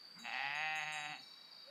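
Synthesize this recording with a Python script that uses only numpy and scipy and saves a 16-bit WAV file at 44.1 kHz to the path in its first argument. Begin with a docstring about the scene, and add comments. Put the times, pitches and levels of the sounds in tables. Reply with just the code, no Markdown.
"""An open mountain pasture on one microphone, in faint valley air with crickets chirping in the grass.
First comes a thin falling whistle, probably a bird. Almost at once a sheep gives one long, low bleat,
its vocal folds ringing throat and nose, while a clapper strikes a small bell nearby four times.
As the bleat dies a second bell answers from farther off; last, a distant animal starts to call."""
import sys
import numpy as np
from scipy import signal
from scipy.fft import rfft, irfft
from scipy.io import wavfile
from scipy.ndimage import uniform_filter1d

SR = 44100
rng = np.random.default_rng(int(sys.argv[2]) if len(sys.argv) > 2 else 0)


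def store_wav(level_fs):
    """Save 16-bit WAV to argv[1]."""
    pcm = np.round(np.clip(np.atleast_2d(level_fs), -1, 1) * 32767)
    wavfile.write(sys.argv[1], SR, pcm.T.astype(np.int16))


N = 74970
T = np.arange(N) / SR
BLEAT_START_S, BLEAT_END_S = .13, 1.25

# pitch of the bleat: t/s, f/Hz
PITCH = [(.14, 118.1), (.24, 119.9), (.285, 118.4), (.305, 106), (.335, 127.7), (.39, 127.8), (.42, 137.4),
         (.5, 141.1), (.55, 147), (.63, 155.9), (.78, 155.5), (.838, 148.8), (.865, 154.1), (.95, 152.7),
         (1.0, 149.2), (1.06, 148.7), (1.115, 152.6), (1.135, 145.1), (1.155, 122.2), (1.19, 139.8)]
# effort of the bleat: t/s, level/dB
EFFORT = [(.15, -49), (.18, -31), (.234, -19), (.25, -3), (.29, 0), (.312, -4.5), (.335, 0.5), (.41, 0),
          (.5, -.5), (.575, 0.5), (.62, 1.5), (.72, 0), (.825, 0), (.855, -6), (.875, -0.5), (.922, -2),
          (.985, -1), (1.02, -4), (1.063, -1), (1.08, -6), (1.11, -3.5), (1.142, -4.5), (1.16, -13.5),
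          (1.176, -11.5), (1.2, -28)]
# hoarseness: t/s, amount/0-1
HOARSE = [(.2, 0.65), (.3, 1), (.42, 0.64), (.51, 0.6), (.56, 0.28), (.8, 0.11), (.83, 0.58), (.865, 0.35),
          (1.1, 0.45), (1.16, 0.7)]
# mouth: t/s, opening/0-1
MOUTH = [(.22, 0), (.28, 0.34), (.39, 0.99), (.52, 1), (.62, 1), (.8, 1), (.95, 0.74), (1.14, 0.1)]


def amp(db):
    """Decibels to gain."""
    return 10 ** (np.asarray(db) / 20)


def evened(x):
    """Scales to rms 1."""
    return x / np.sqrt(np.mean(x ** 2) + 1e-20)


def curve(rows, column=1):
    """One column of a table, joined by straight lines in time."""
    rows = np.array(rows)
    return np.interp(T, rows[:, 0], rows[:, column])


def spectrum_db(points, hz):
    """A spectrum's level at hz, interpolated over log frequency."""
    f, db = np.transpose(points)
    return np.interp(np.log(hz + 1), np.log(f + 1), db)


def drift(rate_hz):
    """Random wander below rate_hz, rms 1."""
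    slow = np.fft.rfftfreq(N, 1 / SR) < rate_hz
    return evened(irfft(rfft(rng.standard_normal(N)) * slow, N))


def colour(x, points, size=4096):
    """Causal filter with the given spectrum."""
    log_gain = np.log(amp(spectrum_db(points, abs(np.fft.fftfreq(size, 1 / SR)))))
    taps = np.fft.ifft(np.exp(np.conj(signal.hilbert(log_gain)))).real
    return signal.fftconvolve(x, taps[:size // 2])[:N]


def resonate(x, hz, width_hz):
    """A resonance of gain 1 that follows the curve hz."""
    turn = np.exp(2j * np.pi * np.cumsum(hz) / SR)
    pole = np.exp(-np.pi * width_hz / SR)
    return 2 * (turn * signal.lfilter([1 - pole], [1, -pole], x / turn + 1e-18)).real


def hillside(x, t60_s=.26, rise_s=.026):
    """Diffuse scatter reaching the microphone from the slope and the trees."""
    tail = rng.standard_normal(N) * amp(-60 * T / t60_s) * np.minimum(T / rise_s, 1)
    return signal.fftconvolve(x, tail / np.linalg.norm(tail))[:N]


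def valley_air(level_db=-66.5, patch_db=.9):
    """The soft, slightly patchy noise of the valley, behind everything."""
    # colour of the air: f/Hz, relative level/dB
    air_colour = [(25, -40), (60, -26), (95, -44), (140, 0), (220, -1), (400, -4), (900, -1.5), (1600, -1),
                  (2400, -5.5), (3300, -9), (4500, -6), (5600, -18.5), (8000, -19), (15000, -22)]
    hz = np.fft.rfftfreq(1024, 1 / SR)
    real, imag, patches = rng.standard_normal((N // 256 + 5, len(hz), 3)).T
    patches = uniform_filter1d(patches, size=16, axis=0)  # across frequency
    patches = evened(uniform_filter1d(patches, size=18, axis=1))  # across time
    frames = (real + 1j * imag) * amp(spectrum_db(air_colour, hz)[:, None] + patch_db * patches)
    return amp(level_db) * evened(signal.istft(frames, nperseg=1024, noverlap=768)[1][:N])


def glide(rows, echo_db):
    """A gliding pure tone with its scatter off the hillside."""
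    sounding = (T > rows[0][0]) & (T < rows[-1][0])
    tone = amp(curve(rows, 2)) * np.sin(2 * np.pi * np.cumsum(curve(rows)) / SR) * sounding
    return tone + amp(echo_db) * hillside(tone)


def distant_calls():
    """Far from the microphone: a falling whistle, later the rising start of an animal's call."""
    # thin whistle: t/s, f/Hz, level/dB
    whistle = [(.03, 8300, -98), (.08, 8130, -83), (.2, 7850, -80), (.38, 7660, -78), (.46, 7610, -84),
               (.52, 7590, -103)]
    # animal call: t/s, f/Hz, level/dB
    far_call = [(1.62, 475, -84), (1.66, 505, -74), (1.685, 560, -57), (1.71, 576, -52)]
    return glide(whistle, echo_db=-17) + glide(far_call, echo_db=-3)


def chirp(start, hz, strokes=4, stroke_s=.02, period_s=.0365, fall=.11):
    """A few wing strokes, each a short tone that falls in pitch."""
    t = T - start
    progress = np.clip(t % period_s / stroke_s, 0, 1)
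    tone = np.sin(2 * np.pi * np.cumsum(hz * (1 + fall * (.5 - progress))) / SR)
    return tone * np.sin(np.pi * progress) ** 2 * (t > 0) * (t < strokes * period_s)


def crickets(hz=4653, count=44, chorus_db=-62, uneven_db=2.5, scatter_s=.025, spread=.03):
    """Chirps in the grass near the microphone, over a chorus spread across the meadow."""
    # nearest chirps: t/s, level/dB
    chirps = [(.003, -53), (.146, -55), (0.184, -57), (1.19, -53), (1.52, -51.5)]
    near = sum(amp(db) * chirp(start, hz) for start, db in chirps)
    starts = np.linspace(-.146, T[-1], count)
    chances = np.sqrt(3) * rng.uniform(-1, 1, (count, 3))
    chorus = sum(amp(uneven_db * loud) * chirp(start + scatter_s * late, hz * (.985 + spread * sharp))
                 for start, (late, sharp, loud) in zip(starts, chances))
    direct = near + amp(chorus_db) * evened(chorus)
    return direct + amp(-4.5) * hillside(direct)


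def ring(start, db, t60, attack_s=.003):
    """Envelope of one struck mode."""
    t = np.maximum(T - start, 0)
    return np.minimum(t / attack_s, 1) * amp(db - 60 * t / t60)


def far_bell(blow_s=1.214):
    """A bell farther off, struck once and left to ring."""
    # modes: f/Hz, level/dB, t60/s
    modes = [(2316, -69.5, 3.1), (5435, -63, 2.1), (5414, -79, 1.9), (9320, -75.5, 0.74),
             (14100, -79, 0.28)]
    return sum(ring(blow_s, db, t60) * np.sin(2 * np.pi * hz * T) for hz, db, t60 in modes)


def near_bell():
    """Each blow adds energy to the modes; where the clapper lands decides how much. Close pairs beat."""
    # modes: f/Hz, level/dB struck on the face, on the side, on the lip, t60/s, lobe/factor on the turn
    modes = [(3826.5, -70, -56.5, -55, 2.42, 0.94), (3866, -56, -56.5, -54, 4.34, -1.7),
             (6560, -77, -56, -55, 1.03, 0.42), (6584, -58.5, -74, -68, 1.07, -0.2),
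             (7294, -79, -81, -58, 0.87, 0.36), (7312, -59.5, -73, -54, 0.64, 0.58),
             (8340, -88, -89, -54, 0.28, 0.39), (9806, -80, -86, -63.5, 0.79, 0.75),
             (9880, -75, -71.5, -97, 0.52, 0), (10080, -65, -97, -86, 0.28, 0),
             (10090, -75, -78, -65, 0.38, 0), (13768, -67, -81, -68, 0.3, 0)]
    # clapper blows: t/s, level/dB, place (0 face, 1 side, 2 lip), brightness/dB per octave
    blows = [(.186, 0.5, 0.26, -0.5), (0.549, -3, 0.9, 3.5), (0.753, -3.5, 1.42, 6.5),
             (0.919, -2.5, 2, -0.5)]
    # the swing turns one of the two lowest modes toward the microphone: t/s, level/dB
    turn = [(.2, 1), (.9, 1), (1.03, 8), (1.2, 3), (1.4, -0.5), (1.5, 0.5), (1.6, 12.5), (1.7, 12)]
    bell = 0
    for hz, *place_db, t60, lobe in modes:
        octaves = np.log2(hz / modes[0][0])
        energy = 0
        for start, db, place, bright_db in blows:
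            struck_db = db + np.interp(place, [0, 1, 2], place_db) + bright_db * octaves
            energy += ring(start, struck_db, t60) ** 2
        bell += np.sqrt(energy) * amp(lobe * curve(turn)) * np.sin(2 * np.pi * hz * T)
    return bell


def snort(peak_s=.189, swell_s=.031, gain_db=-46.5):
    """A short snort just before the sheep's mouth opens."""
    # colour of the snort: f/Hz, gain/dB
    snort_colour = [(100, -24), (600, -14), (950, -7), (1400, 0), (1750, -9), (2200, -0.5), (2600, -19),
                    (3200, -40), (15000, -59)]
    swell = np.exp(-((T - peak_s) / swell_s) ** 2)
    return colour(amp(gain_db) * swell * rng.standard_normal(N), snort_colour)


def breath_puffs(cycles, decay_cycles=.84):
    """A puff of noise on each cycle of the vocal folds, stronger when the voice is hoarse."""
    return curve(HOARSE) * np.exp(-(cycles % 1) / decay_cycles) * rng.standard_normal(N)


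def throat_hiss(gain_db=-39.5):
    """Hiss pulsing at the pitch of the bleat while the open throat is hoarse."""
    # colour of the hiss: f/Hz, gain/dB
    hiss_colour = [(100, -39), (2000, -30), (3100, 7), (4000, -7), (4700, 3), (5300, -12.5), (5900, -16),
                   (8000, -38), (15000, -52)]
    puffs = breath_puffs(np.cumsum(curve(PITCH)) / SR)
    return colour(puffs * curve(MOUTH) * amp(gain_db + curve(EFFORT)) * (T < BLEAT_END_S), hiss_colour)


def vocal_folds(cycles):
    """One sharp pulse per cycle, placed between samples by a windowed sinc."""
    pulses, offsets = np.zeros(N + 32), np.arange(-8, 9)
    for place in np.interp(np.arange(1, int(cycles[-1])), cycles, np.arange(N)):
        at = int(place) + offsets
        pulses[at] += np.sinc(at - place) * np.hanning(len(offsets))
    return pulses[:N]


def throat(source):
    """The throat colours the voice; its resonances shift and strengthen as the mouth opens."""
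    # colour of the throat: f/Hz, gain/dB
    throat_colour = [(60, -36.5), (200, -21), (310, -23.5), (450, -22), (600, -9), (750, -5), (950, -5),
                     (1500, -2), (2200, -1), (3000, -3), (3600, -11), (4700, -22.5), (5400, -33),
                     (8000, -44.5), (15000, -54)]
    # resonances: f/Hz nearly shut, f/Hz open, width/Hz, lift/dB nearly shut, lift/dB open
    formants = [(772, 805, 45.8, 18, 21), (1945, 1926, 166, 3, 10), (2673, 2580, 187, 8.5, 9.5)]
    opening = curve(MOUTH)
    voice = -colour(source, throat_colour)
    for shut_hz, open_hz, width_hz, shut_db, open_db in formants:
        hz = shut_hz + opening * (open_hz - shut_hz)
        lift = amp(shut_db + opening * (open_db - shut_db))
        voice = voice + lift * resonate(voice, hz, width_hz)
    return voice


def nose(buzz, sounding, width_hz=41, gain_db=-45):
    """The buzz of the folds hums through two narrow nasal resonances."""
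    # strength of the hum: t/s, lower level/dB, upper level/dB
    nose_db = [(.13, -3, -34), (.165, 9.5, -8), (.2, 0, 9.5), (.3, -9, 4.5), (.4, -9, -4), (.5, 4.5, -1),
               (.8, -2, -12), (.87, 4.5, -13.5), (.95, 0, -6.5), (1.12, 8.5, -1), (1.16, -22, -1),
               (1.21, -1, 5), (1.25, -20, -32)]
    # nasal resonances: t/s, lower f/Hz, upper f/Hz
    nose_hz = [(.15, 187, 267), (.22, 146, 219), (.3, 135, 230), (.4, 140, 257), (.6, 157, 308.5),
               (1.13, 164, 287), (1.22, 160, 242)]
    hum = 0
    for column in (1, 2):
        hz = curve(nose_hz, column)
        band = resonate(resonate(buzz, hz, width_hz), hz, width_hz)
        hum += band * amp(gain_db + curve(nose_db, column)) * sounding
    return signal.sosfilt(signal.butter(4, 110, "high", fs=SR, output="sos"), hum)


def bleat(gain_db=-14.5, jitter_cycles=.014, shimmer_db=-.8, throat_rasp=.029, nose_rasp=2.1):
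    """The sheep in the foreground: fold pulses and puffs of breath drive throat and nose."""
    hoarse = curve(HOARSE)
    cycles = np.cumsum(curve(PITCH)) / SR + jitter_cycles * hoarse * drift(rate_hz=70)
    folds = vocal_folds(cycles) * amp(shimmer_db * hoarse * drift(rate_hz=70))
    puffs = breath_puffs(cycles)
    sounding = (T > BLEAT_START_S) & (T < BLEAT_END_S)
    voice = throat((folds + throat_rasp * puffs) * amp(gain_db + curve(EFFORT)) * sounding)
    voice += nose(evened(folds) + nose_rasp * puffs, sounding)
    return voice + amp(-12) * hillside(voice)


def scene():
    """The pasture from one spot, in mono."""
    sheep = bleat() + throat_hiss() + snort()
    return (sheep + near_bell() + far_bell() + crickets() + distant_calls() + valley_air())[None]


def record(dry, edge_hz=15330):
    """The band limit of the recorder."""
    lowpass = signal.firwin(511, edge_hz, window=("kaiser", 9), fs=SR)
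    return signal.oaconvolve(dry, lowpass[None], "same")


dry = scene()
out = record(dry)
store_wav(out)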